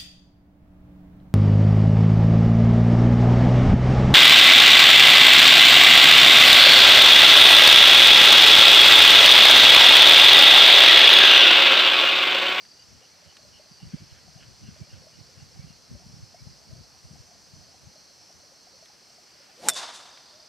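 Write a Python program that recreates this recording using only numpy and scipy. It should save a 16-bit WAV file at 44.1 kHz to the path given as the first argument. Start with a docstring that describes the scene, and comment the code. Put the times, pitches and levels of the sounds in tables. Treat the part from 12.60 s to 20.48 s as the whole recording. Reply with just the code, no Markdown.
"""Golf drive at the edge of a wood

Air and a far insect chorus are coloured noise, cicadas noise-rung resonances; insects, birds and hoots are
noise bursts or gliding sines, plops decaying sines. Breeze on two microphone ports is low noise with single
eddy pulses. The shaft swishes as a speed-driven tone with hiss; the blow is a noise crack with decaying head
modes, followed by close copies, as off the ground, then thrown back by the trees as copies and a blurred wash."""
import sys
import numpy as np
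from scipy import signal
from scipy.fft import rfft, irfft
from scipy.io import wavfile

SR = 44100
rng = np.random.default_rng(int(sys.argv[2]) if len(sys.argv) > 2 else 0)


def wrap_up_sound(samples):
    """Save the sound to the file named by the first command line argument, as 16-bit audio."""
    columns = np.atleast_2d(samples).T
    # keep every value between -1 and 1, then stretch to whole-number steps
    tamed = np.clip(columns, -1, 1)
    steps = np.round(tamed * 32767).astype(np.int16)
    wavfile.write(sys.argv[1], SR, steps)


N = 347592
TIME = np.arange(N) / SR
STRIKE_S = 7.0861


def from_db(db):
    """Amplitude gain of a level in dB."""
    return 10 ** (np.asarray(db, float) / 20)


def rms_one(x):
    """Scales to unit power over all channels."""
    return x / np.sqrt(np.mean(x ** 2) + 1e-20)


def in_time(rows):
    """Interpolates the columns of a (t/s, ...) table at every sample."""
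    s, *columns = np.transpose(rows)
    return [np.interp(TIME, s, column) for column in columns]


def at_hz(points, hz):
    """Reads a (f/Hz, value) table on a log frequency axis."""
    table_hz, values = np.array(points).T
    return np.interp(np.log(np.maximum(hz, 1)), np.log(table_hz), values)


def colour(x, points):
    """Filters by a (f/Hz, level/dB) spectrum."""
    n = x.shape[-1]
    hz = np.arange(n // 2 + 1) * SR / n
    return irfft(rfft(x) * from_db(at_hz(points, hz)), n)


def stereo_noise():
    """White noise whose left-right correlation varies with frequency, by mid-side mixing."""
    # diffuse field at the two ports: f/Hz, correlation
    likeness = [(60, 0.87), (400, 0.34), (700, 0.37), (2400, 0.65), (4400, 0.89), (15000, 1)]
    mid, side = rfft(rng.standard_normal((2, N)))
    alike = np.clip(at_hz(likeness, np.arange(len(mid)) * SR / N), -1, 1)
    return irfft(np.sqrt(1 + alike) * mid + np.sqrt(1 - alike) * side * [[1], [-1]], N)


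def drift(rate_hz):
    """Slow random curve of unit RMS: noise through two equal poles at rate_hz."""
    step = 40  # samples per slow point
    r = np.exp(-2 * np.pi * rate_hz * step / SR)
    noise = rng.standard_normal(N // step + 2002)
    slow = signal.lfilter([1], [1, -2 * r, r * r], noise)[2000:]  # settled part
    return np.interp(np.arange(N) / step, np.arange(len(slow)), rms_one(slow))


def resonate(x, hz, width_hz):
    """Two-pole resonance, about unit gain at its peak."""
    r = np.exp(-np.pi * width_hz / SR)
    zeros = np.array([1, 0, -1]) * (1 - r * r) / 2
    return signal.lfilter(zeros, [1, -2 * r * np.cos(2 * np.pi * hz / SR), r * r], x)


def resonate_twice(x, hz, width_hz):
    """Two equal resonances in series, for steeper skirts."""
    return resonate(resonate(x, hz, width_hz), hz, width_hz)


def band(x, low_hz, high_hz):
    """Butterworth band-pass."""
    return signal.sosfilt(signal.butter(2, [low_hz, high_hz], "band", fs=SR, output="sos"), x)


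def glide(from_hz, to_hz, length_s):
    """Hann-shaped sine sliding linearly in pitch."""
    n = round(length_s * SR)
    phase = 2 * np.pi * np.cumsum(np.linspace(from_hz, to_hz, n)) / SR
    return np.hanning(n) * np.sin(phase)


def add(out, s, sound, pan_db=0, lag_s=0):
    """Adds a sound at s: left raised by pan_db / 2, right lowered by 0.875 pan_db and late by lag_s."""
    for side, shift_s, weight in ((0, 0, 1), (1, lag_s, -1.75)):
        i = max(round((s + shift_s) * SR), 0)
        out[side, i:i + len(sound)] += (sound * from_db(weight * pan_db / 2))[:N - i]


def air():
    """Far rustle and hiss: steady coloured noise."""
    # spectrum: f/Hz, relative density/dB per Hz
    spectrum = [(18, -43), (30, -19), (86, -5), (170, -2.5), (461, -2.5), (684, -3), (1100, -6), (1960, -9),
                (3770, -12), (4420, -4), (5900, -3.5), (6720, -13.5), (7270, -13), (14400, -25.5),
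                (16000, -25)]
    return from_db(-57.5) * rms_one(colour(stereo_noise(), spectrum))


def far_chorus():
    """Far insect chorus: a soft band of noise that swells and fades."""
    # chorus: t/s, level/dB before the wander
    murmur = [(0.0, -66), (2.2, -64.5), (3.6, -70), (5.8, -70), (6.9, -65), (7.88, -75)]
    level_db = in_time(murmur)[0] + 2.0 * drift(4.4)
    return from_db(level_db) * rms_one(band(stereo_noise(), 1300, 3400))


def cicadas():
    """Clicks too dense to tell apart ring each body; every group throbs and swells on its own."""
    # body resonances: f/Hz, width/Hz, relative level/dB
    bodies = [(4270, 400, -1), (4550, 348, -1), (4866, 240, -2.5), (5187, 150, -3.5), (5455, 140, -2.5),
              (5797, 240, -2.5), (6026, 204, -3), (6290, 78, -5.5), (7230, 770, -10.5), (8320, 690, -14)]
    # whole chorus: t/s, level/dB
    chorus = [(0.0, -56.5), (0.6, -58), (1.5, -56.5), (5.3, -57.5), (7.88, -57)]
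    # nearer cicadas swelling out of the chorus: start/s, length/s, f/Hz, level/dB
    solos = [(1.0, 0.32, 4660, -60.5), (3.2, 0.75, 5410, -62.5), (4.6, 0.5, 4950, -64),
             (5.398, 0.63, 5570, -66)]
    out = 0
    for hz, width_hz, db in bodies:
        throb = 1 + .33 * np.sin(2 * np.pi * 141 * TIME + 1.5 * drift(2))
        rings = resonate_twice(stereo_noise() * throb, hz, width_hz)
        out = out + from_db(db + 1.5 * drift(2) + 1.2 * drift(12)) * rms_one(rings)
    out = from_db(in_time(chorus)[0]) * rms_one(out) * from_db([[-.4], [.4]])
    for s, length_s, hz, db in solos:
        noise = rng.standard_normal(round(length_s * SR))
        add(out, s, from_db(db) * np.hanning(len(noise)) * rms_one(resonate_twice(noise, hz, 150)))
    return out


def insect_chirps():
    """Far insects: rough chirps of noise through a narrow resonance."""
    # chirps: start/s, level/dB, f/Hz
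    chirps = [(0.176, -62, 2910), (0.409, -62, 2880), (0.665, -62, 2940), (0.92, -59, 2900),
              (1.182, -61, 2880), (1.479, -65, 2960), (1.776, -61, 2900), (2.023, -61, 2790),
              (2.279, -63, 2790), (2.51, -64, 2930), (2.771, -66, 2760), (3.071, -63, 2780)]
    out = np.zeros((2, N))
    shape = np.sqrt(np.hanning(round(.08 * SR)))
    for s, db, hz in chirps:
        noise = rng.standard_normal(len(shape))
        add(out, s, from_db(db) * shape * rms_one(resonate_twice(noise, hz, 260)))
    return out


def cricket():
    """Trills of short falling notes, uneven in level and timing."""
    # trills: first note/s, end/s, rate/notes per s, mid f/Hz, mean level/dB
    trills = [(-.003, .235, 36.5, 4720, -50), (7.505, 7.87, 41.5, 4960, -53)]
    out = np.zeros((2, N))
    for first_s, last_s, rate, hz, db in trills:
        starts = np.arange(first_s, last_s, 1 / rate)
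        for s, (size, late) in zip(starts, rng.standard_normal((30, 2))):
            note = glide(1.03 * hz, .965 * hz, .022)
            add(out, s + .001 * late, from_db(db + 2.5 * size) * note)
    return out


def birds():
    """Two far birds: croaks of falling harmonics and rising whistles, blurred by leaves on the way."""
    # croaks: start/s, mid pitch/Hz, level/dB
    croak_notes = [(1.299, 537, -61), (1.538, 537, -61), (1.788, 526, -57.5), (2.049, 528, -60),
                   (2.3, 518, -62)]
    # croak harmonics: multiple of the pitch, relative level/dB
    partials = [(3, 1.5), (4, -3), (5, -2.5), (6, 0)]
    # whistles: start/s, from f/Hz, to f/Hz, level/dB
    whistle_notes = [(.46, 2080, 2410, -65), (1.34, 2100, 2370, -66), (2.17, 2100, 2480, -64),
                     (2.96, 2100, 2450, -60.5), (3.73, 2050, 2400, -64)]
    croaks, whistles = np.zeros((2, 2, N))
    for s, hz, db in croak_notes:
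        for k, partial_db in partials:
            partial_hz = round(k) * hz
            add(croaks, s, from_db(db + partial_db) * glide(1.015 * partial_hz, .985 * partial_hz, .078))
    for s, from_hz, to_hz, db in whistle_notes:
        add(whistles, s, from_db(db) * glide(from_hz, to_hz, .11))
    hoarse = rms_one(band(rng.standard_normal(N), 20, 180))
    return croaks * (.45 + .65 * hoarse) + whistles * (.75 + .45 * drift(60))


def hoots():
    """Two soft low hoots after the blow: rising sines."""
    # hoots: start/s, length/s, from f/Hz, to f/Hz, level/dB
    notes = [(7.7, .11, 560, 660, -56), (7.8, .065, 560, 680, -59)]
    out = np.zeros((2, N))
    for s, length_s, from_hz, to_hz, db in notes:
        add(out, s, from_db(db) * glide(from_hz, to_hz, length_s))
    return out


def plop(hz, db, t60_s):
    """A bubble rings a few cycles, rising a little in pitch."""
    t, decay_s = TIME[:round(.1 * SR)], t60_s / np.log(1000)
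    envelope = (1 - np.exp(-t / .001)) * np.exp(-t / decay_s)
    return from_db(db) * envelope * np.sin(2 * np.pi * hz * t * (.96 + .025 * t / decay_s))


def water():
    """Bubbles: clear plops over a random patter of faint ones, and small dry ticks of noise."""
    # clear plops: start/s, level/dB, nominal f/Hz
    plops = [(0.621, -49, 610), (0.85, -48, 594), (0.996, -44, 607), (1.058, -50, 617), (1.203, -50, 795),
             (1.68, -49, 724), (1.772, -50, 730), (1.793, -50, 625), (2.162, -47.5, 612), (2.27, -51, 574),
             (2.419, -49.5, 514), (2.467, -43, 620), (2.959, -49, 763), (3.352, -48.5, 570),
             (3.419, -49, 711), (3.744, -40.5, 690), (4.109, -47, 620), (4.151, -50, 636),
             (4.556, -46, 704), (4.713, -46, 690), (5.143, -48, 760), (5.357, -47, 620), (5.702, -51, 660),
             (5.919, -51, 540), (6.07, -48, 722), (6.225, -44.5, 644), (6.298, -47.5, 814),
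             (6.501, -50, 694), (6.584, -48.5, 698), (6.802, -49, 560)]
    # ticks: start/s, level/dB
    ticks = [(0.051, -49), (0.7677, -41.5), (6.257, -46.5), (7.5738, -44.5)]
    plop_cycles, patter_cycles = 37, 50  # cycles to fall 60 dB
    patter_floor_db, patter_spread_db = -63, 3.5
    out = np.zeros((2, N))
    for s, db, hz in plops:
        add(out, s, plop(hz, db, plop_cycles / hz), 1.2)
    for when, pitch, size, where in rng.random((270, 4)):
        s = .3 + when * (N / SR - .3)
        hz = 500 + 380 * pitch
        db = patter_floor_db - patter_spread_db * np.log(1 - .95 * size)  # few loud, many faint
        add(out, s, plop(hz, db, patter_cycles / hz), 4.5 * where - 1.5)
    for s, db in ticks:
        t = TIME[:round(.02 * SR)]
        noise = rms_one(band(rng.standard_normal(len(t)), 1500, 4500))
        add(out, s, from_db(db) * np.exp(-t / .004) * noise)
    return out


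def wind():
    """Lumpy rumble on each port, swelling in gusts; single eddies pass one port after the other."""
    # level between the gusts: t/s, level/dB
    breeze = [(0.0, -63), (0.55, -72), (1.3, -60), (2.1, -58), (4.0, -60), (5.2, -64), (5.9, -69),
              (6.3, -74), (7.88, -78)]
    # gusts added to the breeze: start/s, length/s, level/dB
    gusts = [(0.26, 0.18, -56), (0.64, 0.07, -56), (0.78, 0.25, -60), (1.2, 0.12, -46), (1.32, 0.05, -44),
             (1.39, 0.07, -47), (1.74, 0.22, -59), (1.99, 0.18, -47), (2.18, 0.07, -46), (2.3, 0.14, -54),
             (2.5, 0.14, -58), (2.76, 0.1, -55), (2.93, 0.2, -50), (3.28, 0.11, -44), (3.44, 0.24, -54),
             (3.79, 0.18, -53), (4.06, 0.2, -51), (4.41, 0.22, -54), (4.92, 0.14, -55), (5.19, 0.13, -57),
             (5.72, 0.1, -60)]
    # eddies: start/s, level/dB, f/Hz, pan/dB as in add()
    eddies = [(1.105, -43, 177, -4), (1.218, -32.5, 143, -4), (1.331, -22.5, 186, -2.5),
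              (1.408, -36, 135, -2.5), (1.505, -39.5, 96, -4.5), (1.751, -41.5, 127, 9),
              (1.866, -42, 103, 10), (2.03, -42, 194, 2), (2.08, -33, 170, 4), (2.199, -43, 117, -19.5),
              (2.319, -34.5, 99, -2), (2.765, -43.5, 113, 11), (2.81, -42, 108, -8.5),
              (2.979, -36.5, 117, -8.5), (3.03, -35.5, 137, -4), (3.098, -45, 176, 16.5),
              (3.305, -38, 149, 16), (3.457, -44.5, 158, 16), (3.524, -42, 134, -7), (3.615, -34, 102, 1),
              (3.808, -37.5, 102, 6), (3.861, -37, 134, 11.5), (4.117, -39.5, 110, 16),
              (4.435, -39, 106, 1), (4.503, -41.5, 139, 12.5), (4.585, -40, 90, 4), (4.927, -45, 127, 17),
              (5.26, -47.5, 118, 21)]
    gust_edge = .8  # share of a gust spent rising and falling
    port_lag_s = .0055  # an eddy reaches the right port later
    lumps = np.array([from_db(3.3 * drift(13)) for side in range(2)])
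    left, right = lumps * rng.standard_normal((2, N))
    # a gust pushes one port as it sucks the other
    rumble = band([left - .067 * right, right - .067 * left], 50, 166)
    strength = from_db(in_time(breeze)[0]) * np.ones((2, 1))
    for s, length_s, db in gusts:
        add(strength, s, from_db(db) * signal.windows.tukey(round(length_s * SR), gust_edge))
    out = strength * rms_one(band(rumble, 35, 450))
    for s, db, hz, pan_db in eddies:
        turns = hz * TIME[:round(.05 * SR)] - 1.5
        pulse = np.exp(-(turns / .64) ** 2) * np.cos(2 * np.pi * turns)
        add(out, s, from_db(db) * pulse, pan_db, port_lag_s)
    return band(out, 55, 1400)


def returning(delay_s, build_s, db, t60_s):
    """Power coming back from one distance: it builds, then dies away."""
    t = np.maximum(TIME - STRIKE_S - delay_s, 0)
    decay = from_db(db - 60 * np.maximum(t - build_s, 0) / t60_s)
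    return (np.minimum(t / build_s, 1) ** 1.5 * decay) ** 2


def wood():
    """Countless small reflectors blur the blow into a noise wash, its three bands decaying apart."""
    # wash spectrum: f/Hz, relative density/dB per Hz
    wood_colour = [(180, -18.5), (300, -15), (450, -13), (650, -4.5), (960, -3), (1650, -7), (2320, -11),
                   (3100, -6.5), (4470, -3.5), (5900, -6.5), (9030, -12), (15000, -39)]
    # stands of trees: delay/s, build/s, low level/dB, middle level/dB, treble level/dB
    stands = [(.025, .03, -54, -47, -46), (.055, .03, -34, -35, -32), (.085, .03, -34, -41, -39),
              (.12, .025, -35, -39, -48), (.17, .035, -38, -44, -48), (.23, .035, -48, -53, -42),
              (.285, .035, -45.5, -51, -52), (.34, .035, -47, -58, -57)]
    # stand decay t60/s: low, middle, treble
    stand_t60_s = (.28, .28, .25)
    # long tail from deep in the wood: low, middle, treble
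    depths_db, depths_t60_s = (-46, -49, -54), (2.2, 2.2, 1.6)
    edges_hz = (200, 1900, 5500, 14000)
    mid, side = rng.standard_normal((2, N))
    white = mid + from_db(-14.5) * side * [[1], [-1]]
    ring = rms_one(resonate_twice(white, 3620, 500))  # the longest modes of the head live on
    wash = rms_one(colour(white, wood_colour)) + from_db(-11.5) * ring
    wash = wash * from_db(1.2 * drift(72))
    out = 0
    for k in range(3):
        power = returning(.1, .08, depths_db[k], depths_t60_s[k])
        for row in stands:
            power += returning(row[0], row[1], row[2 + k], stand_t60_s[k])
        sign = (-1) ** k  # alternates so the bands join
        out = out + sign * np.sqrt(power) * band(wash, edges_hz[k], edges_hz[k + 1])
    return out


def swish():
    """Vortices leave the shaft at a rate set by its speed; the head hisses; both grow steeply with speed."""
    # swing through the blow and follow-through: t/s, shaft speed as shedding rate f/Hz
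    swing = [(6.92, 300), (7.0, 510), (7.03, 670), (7.06, 835), (7.08, 881), (7.1, 680), (7.15, 590),
             (7.22, 250)]
    full_speed_hz = 880
    tone_db, tone_db_per_octave = -33.5, 29  # at full speed; loss per halving of speed
    hiss_db, hiss_db_per_octave = -42, 22
    hz, = in_time(swing)
    octaves = np.log2(hz / full_speed_hz)
    phase = 2 * np.pi * np.cumsum(hz) / SR
    tone = (1.05 + .6 * drift(60)) * np.sin(phase) + .6 * drift(60) * np.cos(phase)
    # slower parts of the shaft, near the hands
    wake = .54 * rms_one(band(rng.standard_normal(N), 170, 670))
    low_hiss = band(rng.standard_normal(N), 920, 5400)
    high_hiss = band(rng.standard_normal(N), 5010, 10000)
    hiss = rms_one(low_hiss + .49 * high_hiss)
    moving = (TIME > swing[0][0]) & (TIME < swing[-1][0])
    shaft = from_db(tone_db + tone_db_per_octave * octaves) * (tone + wake)
    return moving * (shaft + from_db(hiss_db + hiss_db_per_octave * octaves) * hiss)


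def head_ring():
    """Modes of the hollow head sink in pitch as it swings away, with a random wobble in level."""
    # head modes: final f/Hz, level/dB, t60/s
    modes = [(1830, -5.5, 0.0028), (3467, -27, 0.22), (3504, -31.5, 0.16), (5340, -21, 0.075),
             (6800, -19, .03), (8260, -16, 0.026), (8900, -20, 0.061), (10300, -19, 0.031)]
    sharp, away_s = .06, .025  # share sharp at contact; time to swing away
    ring_roughness = .3  # depth of a random level wobble on each mode
    t, out = TIME[:round(.2 * SR)], 0
    heard_s = t + sharp * away_s * (1 - np.exp(-t / away_s))
    for (hz, db, t60_s), phase in zip(modes, rng.random(len(modes))):
        wobble = 1 + ring_roughness * drift(50)[:len(t)]
        out = out + wobble * from_db(db - 60 * t / t60_s) * np.sin(2 * np.pi * (hz * heard_s + phase))
    return out * (1 - np.exp(-t / .0003))


def crack():
    """Noise burst of face-ball contact, with a short rattle of tee and turf."""
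    # crack spectrum: f/Hz, relative density/dB per Hz
    spectrum = [(120, -46), (200, -8), (1700, 1.5), (2800, 1), (3310, -24), (4220, 1), (6470, 0.5),
                (9210, 7), (9920, -4), (11100, -9.5), (11700, -2), (13900, -5.5), (17000, -32)]
    contact_s = .0014
    t = TIME[:round(.06 * SR)]
    envelope = (t < contact_s) + .27 * np.exp(-t / .008)
    sound = band(envelope * colour(rng.standard_normal(len(t)), spectrum), 200, 18000)
    return from_db(-8) * sound / np.std(sound[t < contact_s])


def strike():
    """The blow: head ring and crack, close copies as off the ground, treble copies from the trunks."""
    # near echoes: delay/s, gain/dB
    near_echoes = [(.0045, -23), (.0066, -8), (.012, -16), (0.014, -16)]
    # single trunks: delay/s, gain/dB
    trunks = [(.0495, -28), (.0575, -26)]
    out = np.zeros((2, N))
    snap = crack()
    add(out, STRIKE_S, head_ring())
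    add(out, STRIKE_S, snap)
    for delay_s, db in near_echoes:
        add(out, STRIKE_S + delay_s, from_db(db) * snap)
    for delay_s, db in trunks:
        add(out, STRIKE_S + delay_s, from_db(db) * band(snap, 3500, 10000))
    return out


def scene():
    """Sum of all sources at the microphone."""
    background = air() + far_chorus() + cicadas() + insect_chirps() + cricket() + birds() + hoots()
    return background + water() + wind() + wood() + swish() + strike()


def record(dry):
    """Rounds the sharpest peaks and cuts the top."""
    rounded = dry / (1 + np.abs(dry / .78) ** 4) ** .25
    cutoff_hz = 16600
    return signal.sosfilt(signal.cheby2(12, 70, cutoff_hz, fs=SR, output="sos"), rounded)


dry = scene()
out = record(dry)
wrap_up_sound(out)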